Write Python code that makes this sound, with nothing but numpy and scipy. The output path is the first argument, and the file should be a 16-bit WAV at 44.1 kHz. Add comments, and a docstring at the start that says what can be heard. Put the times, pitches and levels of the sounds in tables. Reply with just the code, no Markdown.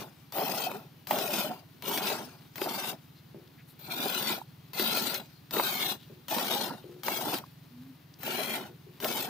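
"""Hand milking into a metal bucket full of froth, close to a microphone pair; far across the yard an engine throbs.
From the first moment thin jets squirt one after another: each slaps the foam, tears it (spray and fizz)
and churns air into the milk (gurgle), while the bucket wall combs the hiss as the jet wanders.
From about 3 s on, the bucket is bumped softly now and then. Near 8 s a distant animal calls once,
and two last squirts follow."""
import sys
import numpy as np
from scipy import signal
from scipy.fft import rfft, irfft
from scipy.io import wavfile
from scipy.ndimage import uniform_filter1d, map_coordinates

SR = 44100
rng = np.random.default_rng(int(sys.argv[2]) if len(sys.argv) > 2 else 0)


def waveform_to_disk(signal):
    """Save audio, clipped to [-1, 1], as 16-bit WAV at the path in sys.argv[1]."""
    frames = np.transpose(np.atleast_2d(signal))
    scaled = np.clip(frames, -1, 1) * 32767
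    samples = np.round(scaled).astype(np.int16)
    wavfile.write(sys.argv[1], SR, samples)


N = 409688
TIME = np.arange(N) / SR
FREQ = np.fft.rfftfreq(N, 1 / SR)

# Table levels are relative: the functions add their own gains.
# the microphone pair, left over right: f/Hz, level/dB
MIC_BALANCE = [(140, -1), (215, -6.5), (320, 1), (470, 10), (650, 3), (900, -7.5), (1350, 5), (1950, 0),
               (4000, 6.5), (6300, 5), (11700, 7.5), (15000, 12)]
# lead of the left microphone: f/Hz, phase/rad
MIC_LEAD = [(170, 0), (300, -.6), (430, -.3), (690, .6), (1380, 1), (2200, 0)]
# spectrum of the open yard: f/Hz, level/dB
YARD_SPECTRUM = [(130, -16), (220, 3.5), (293, 3.5), (537, -14.5), (714, -8.5), (1360, -11.5),
                 (2230, -13.5), (4170, -14), (8360, -28.5), (15600, -15.5)]
# speed of the far engine: t/s, firing rate/Hz
ENGINE_SPEED = [(0.0, 18.96), (2.8, 18.67), (3.8, 19.1), (4.2, 18.37), (4.7, 18.74), (6.5, 19.18),
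                (7.5, 21.36), (8.4, 20.07), (9.29, 19.65)]
# the far animal's call: t/s, f/Hz, level/dB
ANIMAL_CALL = [(7.69, 240.3, -68), (7.73, 245, -54.5), (7.80, 247, -47.5), (7.86, 274, -54),
               (7.91, 267, -48), (7.95, 247, -62)]
# faint rustles and ticks: t/s, length/s, centre f/Hz, level/dB
RUSTLES = [(3.14, 0.084, 3900, -64), (3.473, 0.0088, 3820, -58), (3.568, .07, 1900, -59),
           (3.659, 0.092, 13000, -57.5), (3.68, .06, 4270, -66), (5.966, 0.12, 3450, -59.5),
           (6.818, 0.035, 2710, -63), (7.43, 0.11, 3750, -71), (8.137, 0.0088, 4500, -53.5)]
# soft bumps on the bucket: t/s, level/dB
BUCKET_BUMPS = [(3.346, -38.5), (6.099, -42.5), (6.842, -38.5), (6.895, -39), (6.964, -41.5),
                (8.697, -45.5), (8.868, -45)]
# modes of the bucket: f/Hz, level/dB, t60/s
BUCKET_MODES = [(227, -1, 0.086), (360, 3, 0.24), (396, 9.5, 0.054), (484, -6.5, 0.2)]
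# single air pockets that ring out: t/s, level/dB, f/Hz, swell/cycles
SINGLE_BUBBLES = [(.402, -29, 768, 5), (.414, -32, 604, 2.6), (.665, -27, 736, 3.7), (1.139, -30, 620, 2.2),
                  (1.285, -34.5, 595, 7.3), (1.44, -31, 606, 5), (1.502, -33.5, 720, 6.2),
                  (4.415, -33, 886, 1.5), (6.318, -33, 846, 4.2), (6.554, -28.5, 817, 7.9),
                  (6.706, -37, 926, 4), (7.32, -33, 756, 5.6), (7.439, -36.5, 1050, 1.1),
                  (8.402, -32.5, 637, 3.6)]
# spurts and drops that hit the froth hard: t/s, splash level/dB, spit f/Hz, plop level/dB, plop f/Hz
SPURTS = [(.383, -24, 3000, -28, 384), (.42, -43, 3000, -29, 397), (.715, -28, 3020, -28, 930),
          (1.1094, -16.5, 2280, -16, 775), (1.1139, -23, 2300, -29, 910), (1.187, -20, 5000, -29, 815),
          (1.9758, -14, 3860, -32, 364), (2.1001, -27, 3500, -27, 844), (2.581, -25, 2300, -34, 2130),
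          (2.6164, -19.5, 3200, -21, 360), (2.929, -37, 3000, -38, 796), (4.796, -12, 2960, -23, 354),
          (4.972, -15.5, 3300, -29.5, 570), (5.143, -15.5, 5760, -54, 296), (5.567, -19, 2400, -22, 396),
          (5.5969, -25, 2400, -14.5, 940), (6.384, -19, 4500, -24, 850), (7.0822, -19, 2100, -21.5, 890),
          (7.34, -19, 4120, -44, 930), (7.385, -25, 4400, -41, 950), (8.2325, -25, 12500, -34, 1640),
          (9.025, -27, 2750, -41, 600), (9.0444, -15, 4060, -28.5, 363)]
# spectra of the churned milk, the coarse spray and the fine fizz: f/Hz, level/dB
GURGLE_SPECTRUM = [(88, -36), (150, -5.5), (214, 4.5), (300, -1), (366, 3.5), (483, -6), (620, -1.5),
                   (880, 0.5), (1180, -16), (1380, -3.5), (1700, -13.5), (2080, -9), (3520, -120)]
SPRAY_SPECTRUM = [(650, -15), (1100, 0.5), (1390, 1.5), (1870, -3), (2320, 2.5), (3900, 1.5), (5200, -2),
                  (6640, -3.5), (7180, -7.5), (9540, -3.5), (11500, -9.5), (15000, -71)]
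FIZZ_SPECTRUM = [(11400, -75), (11650, 15.5), (13500, 16), (15300, 22), (16000, -34)]
# one squeeze of the hand a row: t/s, rise/s, full flow/s, fall/s, second press after start/s,
# tip splash/dB, opening/dB, spray/dB, fizz/dB, gurgle/dB, plunge/dB, closing burble/dB, crater f/Hz,
# crater over gurgle/dB, hole ring start f/Hz, hole ring end f/Hz, hole ring level/dB, wall ring f/Hz
SQUEEZES = [(-.37, 0.067, .28, .17, .2, -29, 3, -38, -46, -33, 0, -56, 775, -6, 3000, 3000, -10, 5060),
            (.323, 0.042, 0.29, 0.28, .21, -25.5, -7, -41, -44, -43, 7.5, -42, 754, 2, 2370, 3100, 1, 4950),
            (1.071, 0.06, 0.29, 0.26, 0.32, -25.5, -5, -37.5, -43, -40.5, 7, -40, 685, -1, 3060, 3300, -4.5, 5130),
            (1.823, 0.063, .19, 0.38, 0.31, -28, -3, -35.5, -44.5, -37.5, -0.5, -40.5, 884, -5.5, 2800, 3830, -3, 5400),
            (2.557, 0.077, 0.27, 0.088, 0.23, -28.5, 1, -41, -47.5, -42.5, 3.5, -45, 860, -2, 3100, 3420, -6.5, 5160),
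            (3.791, 0.19, 0.35, 0.15, .496, -48, -9.5, -39.5, -43, -39.5, 0.5, -48, 880, -11, 3770, 3780, 4.5, 2500),
            (4.733, 0.054, 0.36, 0.17, 0.24, -30, -0.5, -39.5, -42, -39.5, 1, -49, 840, -14, 4080, 4160, 9, 2340),
            (5.509, 0.028, 0.39, 0.07, .33, -24, -6, -38, -42, -41, 4, -48, 900, -8.5, 3670, 3800, 3.5, 2240),
            (6.283, 0.041, 0.3, 0.25, 0.255, -21, -1.5, -37, -44, -39.5, 4, -40, 850, -3.5, 3080, 4270, -3, 5200),
            (7.034, 0.044, 0.27, 0.14, 0.31, -23, 0, -38.5, -44.5, -39, 0, -52, 800, -2.5, 3000, 4500, -10, 5070),
            (8.187, 0.084, 0.29, 0.21, 0.23, -58, -7, -40.5, -46.5, -40.5, 3.5, -43.5, 854, -17, 1640, 2060, 0.5, 2930),
            (9.002, 0.034, 0.19, .22, 0.17, -25.5, -2, -39.5, -45, -40, 4, -44, 794, -10, 3700, 3400, -5, 4950)]


def gain_of(db):
    """Decibels to amplitude."""
    return 10 ** (np.asarray(db) / 20)


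def unit_rms(x):
    """Scales a sound so that the mean of its channels has rms 1."""
    return x / np.sqrt(np.mean(np.atleast_2d(x).mean(0) ** 2) + 1e-20)


def spectrum(points):
    """Spreads a table over all frequencies, on a log axis."""
    hz, value = np.transpose(points)
    return np.interp(np.log(FREQ + 1), np.log(hz + 1), value)


def add(mix, s, sound):
    """Adds a sound to the mix at time s, or at 0 if s is negative."""
    part = mix[..., max(round(s * SR), 0):][..., :sound.shape[-1]]
    part += sound[..., :part.shape[-1]]


def colour(x, points):
    """Filters a sound by a table of f/Hz, level/dB."""
    return irfft(rfft(x) * gain_of(spectrum(points)), N)


def highpass(x, hz):
    """Rolls off the bass below hz."""
    return signal.sosfilt(signal.butter(2, hz, "high", fs=SR, output="sos"), x)


def resonate(x, hz, width_hz):
    """A resonance of gain 1 that follows the curve hz."""
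    turn = np.exp(2j * np.pi * np.cumsum(hz) / SR)
    pole = np.exp(-np.pi * width_hz / SR)
    return 2 * (turn * signal.lfilter([1 - pole], [1, -pole], x / turn + 1e-18)).real


def wander(hz):
    """A smooth random curve of rms 1 that swings up to about hz times a second."""
    knots, steps = rng.standard_normal(2000), TIME[::50]
    curve = map_coordinates(knots, [steps * hz * 2], mode="wrap")
    return unit_rms(np.interp(TIME, steps, curve))


def clicks(per_s, spread_db):
    """Random pops of either sign and uneven size."""
    chance, train = rng.random(N) * SR / per_s, np.zeros(N)
    at = np.flatnonzero(chance < 1)
    train[at] = (-1.) ** at * gain_of(spread_db * np.minimum(-np.log(chance[at]), 5))
    return train


def mic_pair(x):
    """The two microphones hear the bucket from different sides, each with its own level and phase."""
    side = np.array([[.5], [-.5]])
    tilt = gain_of(side * spectrum(MIC_BALANCE))
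    turn = np.exp(1j * side * spectrum(MIC_LEAD))
    return irfft(rfft(x) * turn * tilt / tilt.mean(0), N)


def yard(level_db=-59.5, swell_db=.4, crackle_db=-8, clumps_db=5):
    """Quiet outdoor air around the microphones, and the faint crackle of settling froth."""
    air = unit_rms(rng.standard_normal(N) + rng.standard_normal((2, N)))
    crackle = unit_rms(clicks(per_s=310, spread_db=-0.5) * gain_of(clumps_db * wander(hz=7)))
    ambience = mic_pair(colour(air + gain_of(crackle_db) * crackle, YARD_SPECTRUM))
    return gain_of(level_db + swell_db * wander(hz=24.1)) * unit_rms(ambience)


def far_engine(level_db=-55.5, exhaust_hz=145, sweep_hz_per_s=2000, thud_s=0.0078, rumble_db=-66):
    """One dull exhaust thud a firing; distance leaves only the bass, over a low rumble."""
    cycles = np.cumsum(np.interp(TIME, *np.transpose(ENGINE_SPEED))) / SR - .395
    firings = np.diff(np.floor(cycles), prepend=-1) * gain_of(2 * rng.standard_normal(N))  # 2 dB uneven
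    t = np.arange(-SR // 30, SR // 30) / SR
    thud = np.sin(2 * np.pi * (exhaust_hz * t + sweep_hz_per_s * t ** 2 / 2)) / np.cosh(t / thud_s)
    throb = signal.oaconvolve(firings, thud, "same")
    rumble = colour(rng.standard_normal(N),
                    [(25, -38), (45, -26), (90, 4.5), (170, -8.5), (300, -14), (600, -17), (2000, -74)])
    return gain_of(level_db) * unit_rms(throb) + gain_of(rumble_db) * unit_rms(rumble)


def far_animal(waver=0.013):
    """A soft, nearly pure hoot in the distance that bends up and back."""
    s, hz, db = np.transpose(ANIMAL_CALL)
    pitch = np.interp(TIME, s, hz) * (1 + waver * wander(hz=30.1))
    swell = gain_of(np.interp(TIME, s, db, left=-120, right=-120))
    return swell * np.sqrt(2) * np.sin(2 * np.pi * np.cumsum(pitch) / SR)


def rustles(width_share=0.51):
    """Small gritty rustles and ticks in the pauses."""
    out, grit = np.zeros(N), clicks(per_s=2800, spread_db=1)
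    for s, length, hz, db in RUSTLES:
        swell = np.hanning(round(length * SR))
        centre, width_hz = np.full(len(swell), hz), width_share * hz
        grains = grit[round(s * SR):][:len(swell)]
        band = resonate(resonate(grains, centre, width_hz), centre, width_hz)
        add(out, s, gain_of(db) * swell * unit_rms(band))
    return mic_pair(out)


def bucket_bumps(level_db=-6, scuff_s=0.049, knock=26):
    """A soft knock and a short scuff set the milk-damped bucket ringing, dull and uneven."""
    out, t = np.zeros(N), TIME[:SR // 2]
    modes = sum(gain_of(db - 60 * t / t60) * np.sin(2 * np.pi * hz * t) for hz, db, t60 in BUCKET_MODES)
    ring = highpass(modes, hz=200)
    for s, db in BUCKET_BUMPS:
        force = rng.standard_normal(len(t)) * np.exp(-t / scuff_s) + knock * (t == 0)
        bump = signal.fftconvolve(force, ring)
        add(out, s, gain_of(db + level_db) * 2 * bump / abs(bump).max())
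    return mic_pair(out)


def bucket_air(x, wet_db, t60):
    """The short diffuse ring of the space above the milk, too small to hold bass."""
    t = TIME[:SR // 4]
    tail = highpass(rng.standard_normal((2, len(t))), hz=500) * gain_of(-60 * t / t60)
    return x + gain_of(wet_db) * signal.fftconvolve(x, tail / np.linalg.norm(tail[0]), axes=1)[:, :N]


def single_bubbles(glide=0.0099):
    """A lone air pocket swells within a few cycles and dies away, rising a little in pitch."""
    out = np.zeros(N)
    for s, db, hz, cycles in SINGLE_BUBBLES:
        age = TIME[:SR // 10] * hz / cycles
        phase = 2 * np.pi * cycles * age * (1 + glide * (age / 2 - 1))
        add(out, s, gain_of(db) * age * np.exp(1 - age) * np.sin(phase))
    return mic_pair(out)


def bubble(hz, cycles, rise):
    """An air pocket rings for a few cycles, damped by the froth, and rises in pitch."""
    age = TIME[:SR // 10] * hz / cycles
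    envelope = np.exp(-age) * (1 - np.exp(-2 * cycles * age))
    phase = 2 * np.pi * cycles * (age + rise * age ** 2 / 2)
    return np.gradient(envelope * np.sin(phase)) * SR / (2 * np.pi * hz)


def bubble_swarm(density, spread_db, cycles, rise, sizes=24):
    """Air pockets of many sizes, even in spectrum; the small ones come more often."""
    swarm = np.zeros(N)
    for hz in np.geomspace(160, 1600, sizes):
        train = clicks(density / sizes * np.sqrt(hz / 500), spread_db)
        swarm += np.sqrt(hz) * unit_rms(signal.oaconvolve(train, bubble(hz, cycles, rise))[:N])
    return unit_rms(swarm)


def current_squeeze():
    """The row of the latest squeeze at every moment."""
    return np.searchsorted([row[0] for row in SQUEEZES[1:]], TIME)


def hand_squeezes(closed_db=-13, fall_db=38.5, press_width_s=0.033, plunge_lag_s=0.025, plunge_s=0.057):
    """Spray, fizz, gurgle and crater amplitudes: each jet opens, plunges, surges and burbles out."""
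    levels, t = np.zeros((4, N)), TIME[:SR]
    settling_db = -23 - 16 * t  # stirred froth goes on fizzing
    thin_jet_db = 7.5 * np.exp(-t / 0.065)  # extra fizz while the jet is still thin
    for start, rise, full, fall, press_s, _, opening_db, *rest in SQUEEZES:
        spray_db, fizz_db, gurgle_db, plunge_db, burble_db, _, crater_db, *_ = rest
        closed = np.maximum(1 - (t / rise) ** 0.97, 0)
        falling = (t - rise - full) / fall
        flow_db = (closed_db + opening_db) * closed - fall_db * np.maximum(falling, 0)
        plunge = np.exp(-((t - rise - plunge_lag_s) / plunge_s) ** 2)  # the jet breaks through the froth
        press = np.exp(-((t - press_s) / press_width_s) ** 2)  # the last fingers close
        burble = gain_of(burble_db) / np.cosh((falling - 0.27) / 0.15)  # the slack jet breaks into beads
        hiss_db = np.maximum(flow_db, settling_db)
        spray = gain_of(spray_db + hiss_db + 3.5 * press)
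        fizz = gain_of(fizz_db + hiss_db + 1.75 * press + thin_jet_db)
        churn = gain_of(gurgle_db + flow_db + 2.5 * press + plunge_db * plunge)
        stroke = np.array([spray, fizz, np.hypot(churn, burble), churn * gain_of(crater_db)])
        add(levels, start, stroke[:, t >= -start])
    return uniform_filter1d(levels, size=50)


def crater(flow, level_db=-0.5, width_hz=460, sway=0.038):
    """Bubbles burst in the hole that the jet digs in the froth: a gargle that sways with the hole."""
    hz = np.array(SQUEEZES)[current_squeeze(), 12] * (1 + sway * wander(hz=9))
    bubbles = bubble_swarm(density=480, spread_db=0.5, cycles=6, rise=0.04)
    gargle = resonate(resonate(bubbles, hz, width_hz), hz, width_hz)
    muffled = colour(gargle, [(700, -2.5), (1100, -5.0)])  # the froth takes off the top
    return gain_of(level_db) * unit_rms(mic_pair(muffled)) * flow


def gurgle(flow, lumps_db=2.74, clear_db=-2.5):
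    """Air driven deep under the surface: a churn of damped pockets and a few clear ones."""
    churn = bubble_swarm(density=1100, spread_db=2.0, cycles=1.36, rise=0.033)
    churn *= gain_of(lumps_db * wander(hz=30.47))
    churn += gain_of(clear_db) * bubble_swarm(density=100, spread_db=0.5, cycles=10.8, rise=0.042)
    return bucket_air(unit_rms(mic_pair(colour(churn, GURGLE_SPECTRUM))) * flow, wet_db=-9, t60=0.069)


def jet_tips(spit_hz=4500, plop_db=-15.5, plop_hz=927):
    """The first touch of each jet on the froth, as rows like those of SPURTS."""
    return [(s, db, spit_hz, db + plop_db, plop_hz) for s, _, _, _, _, db, *_ in SQUEEZES if s > 0]


def splats(splash_s=0.0032, spit_db=4, large_db=3, cluster_db=-5):
    """A spurt slaps the froth: a brief pitched spit, one large pocket and a cluster of small ones."""
    spatter, plops = np.zeros(N), np.zeros(N)
    t = TIME[:SR // 10]
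    for s, splash_db, spit_hz, plop_db, plop_hz in SPURTS + jet_tips():
        burst = gain_of(splash_db - 1) * np.exp(-t / splash_s) * rng.standard_normal(len(t)) / 2
        spit = signal.lfilter(*signal.iirpeak(spit_hz, Q=2.5, fs=SR), burst)
        add(spatter, s, burst + gain_of(spit_db) * spit)
        add(plops, s, gain_of(plop_db + large_db) * bubble(plop_hz, cycles=2.46, rise=0.033))
        for hz in np.geomspace(500, 1900, 4) * rng.uniform(0.995, 1.15, 4):
            small = gain_of(plop_db + cluster_db) * bubble(hz, cycles=1.85, rise=0.043)
            add(plops, s + rng.uniform(0, 0.00272), small)
    bright = colour(spatter, [(100, -40), (500, -24), (1500, 1.5), (4500, -4.5),
                              (8000, -12.5), (11400, -12), (11700, -2.5)])
    return bucket_air(mic_pair(bright + plops), wet_db=-8, t60=0.06)


def wall_echoes(x, echo=0.71, delay_range_s=(0.0007, .0036), drift_s=.00011, count=4):
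    """Reflections off the bucket wall: each jet lands on a new spot and wanders, so the comb shifts."""
    squeeze, out = current_squeeze(), x.copy()
    for _ in range(count):
        delay = rng.uniform(*delay_range_s, len(SQUEEZES))[squeeze] + drift_s * wander(hz=2.6)
        out += echo * rng.choice([-1, 1]) * map_coordinates(x, [(TIME - delay) * SR], order=2)
    return out


def hole_and_wall_rings(x, hole_width_hz=900, wall_width_hz=400, wall_db=-4, sway=.035):
    """The hole in the froth rings broadly and glides as the jet digs; the wall adds a narrower ring."""
    start, rise, full, *_, first_hz, last_hz, hole_db, wall_hz = np.array(SQUEEZES)[current_squeeze()].T
    hole_hz = first_hz + (last_hz - first_hz) * np.clip((TIME - start) / (rise + full), 0, 1)
    drift = 1 + sway * wander(hz=4)
    hole = gain_of(hole_db) * resonate(x, hole_hz * drift, hole_width_hz)
    wall = gain_of(wall_db) * resonate(x, wall_hz * drift, wall_width_hz)
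    return x + hole + wall


def foam(spray, fizz, spray_db=-3, fizz_db=2, flutter_db=1, surge_db=1.16):
    """Right at the microphones the jet bursts thousands of tiny bubbles, unevenly as it beads."""
    pops = clicks(per_s=3600, spread_db=2.5)
    pops *= gain_of(-flutter_db * wander(hz=74.4) + surge_db * wander(hz=12))
    # two bounces; each microphone has its own paths
    hiss = mic_pair(np.array([wall_echoes(wall_echoes(pops)) for _ in range(2)]))
    coarse = hole_and_wall_rings(unit_rms(colour(hiss, SPRAY_SPECTRUM)))
    coarse *= gain_of(1.3 * wander(hz=32))  # the spray flickers
    fine = unit_rms(colour(hiss, FIZZ_SPECTRUM))
    froth = gain_of(spray_db) * spray * coarse + gain_of(fizz_db) * fizz * fine
    return bucket_air(froth, wet_db=-22, t60=.08)


def scene():
    """Milk and bucket close to the microphones, engine and animal far off."""
    spray, fizz, churn, gargle = hand_squeezes()
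    milk = foam(spray, fizz) + gurgle(churn) + crater(gargle) + splats() + single_bubbles()
    return milk + bucket_bumps() + yard() + far_engine() + far_animal() + rustles()


def record(dry):
    """The recorder's band limit."""
    lowpass = signal.firwin(511, cutoff=15620, window=("kaiser", 9), fs=SR)
    return signal.oaconvolve(dry, lowpass[None], "same", axes=1)


dry = scene()
out = record(dry)
waveform_to_disk(out)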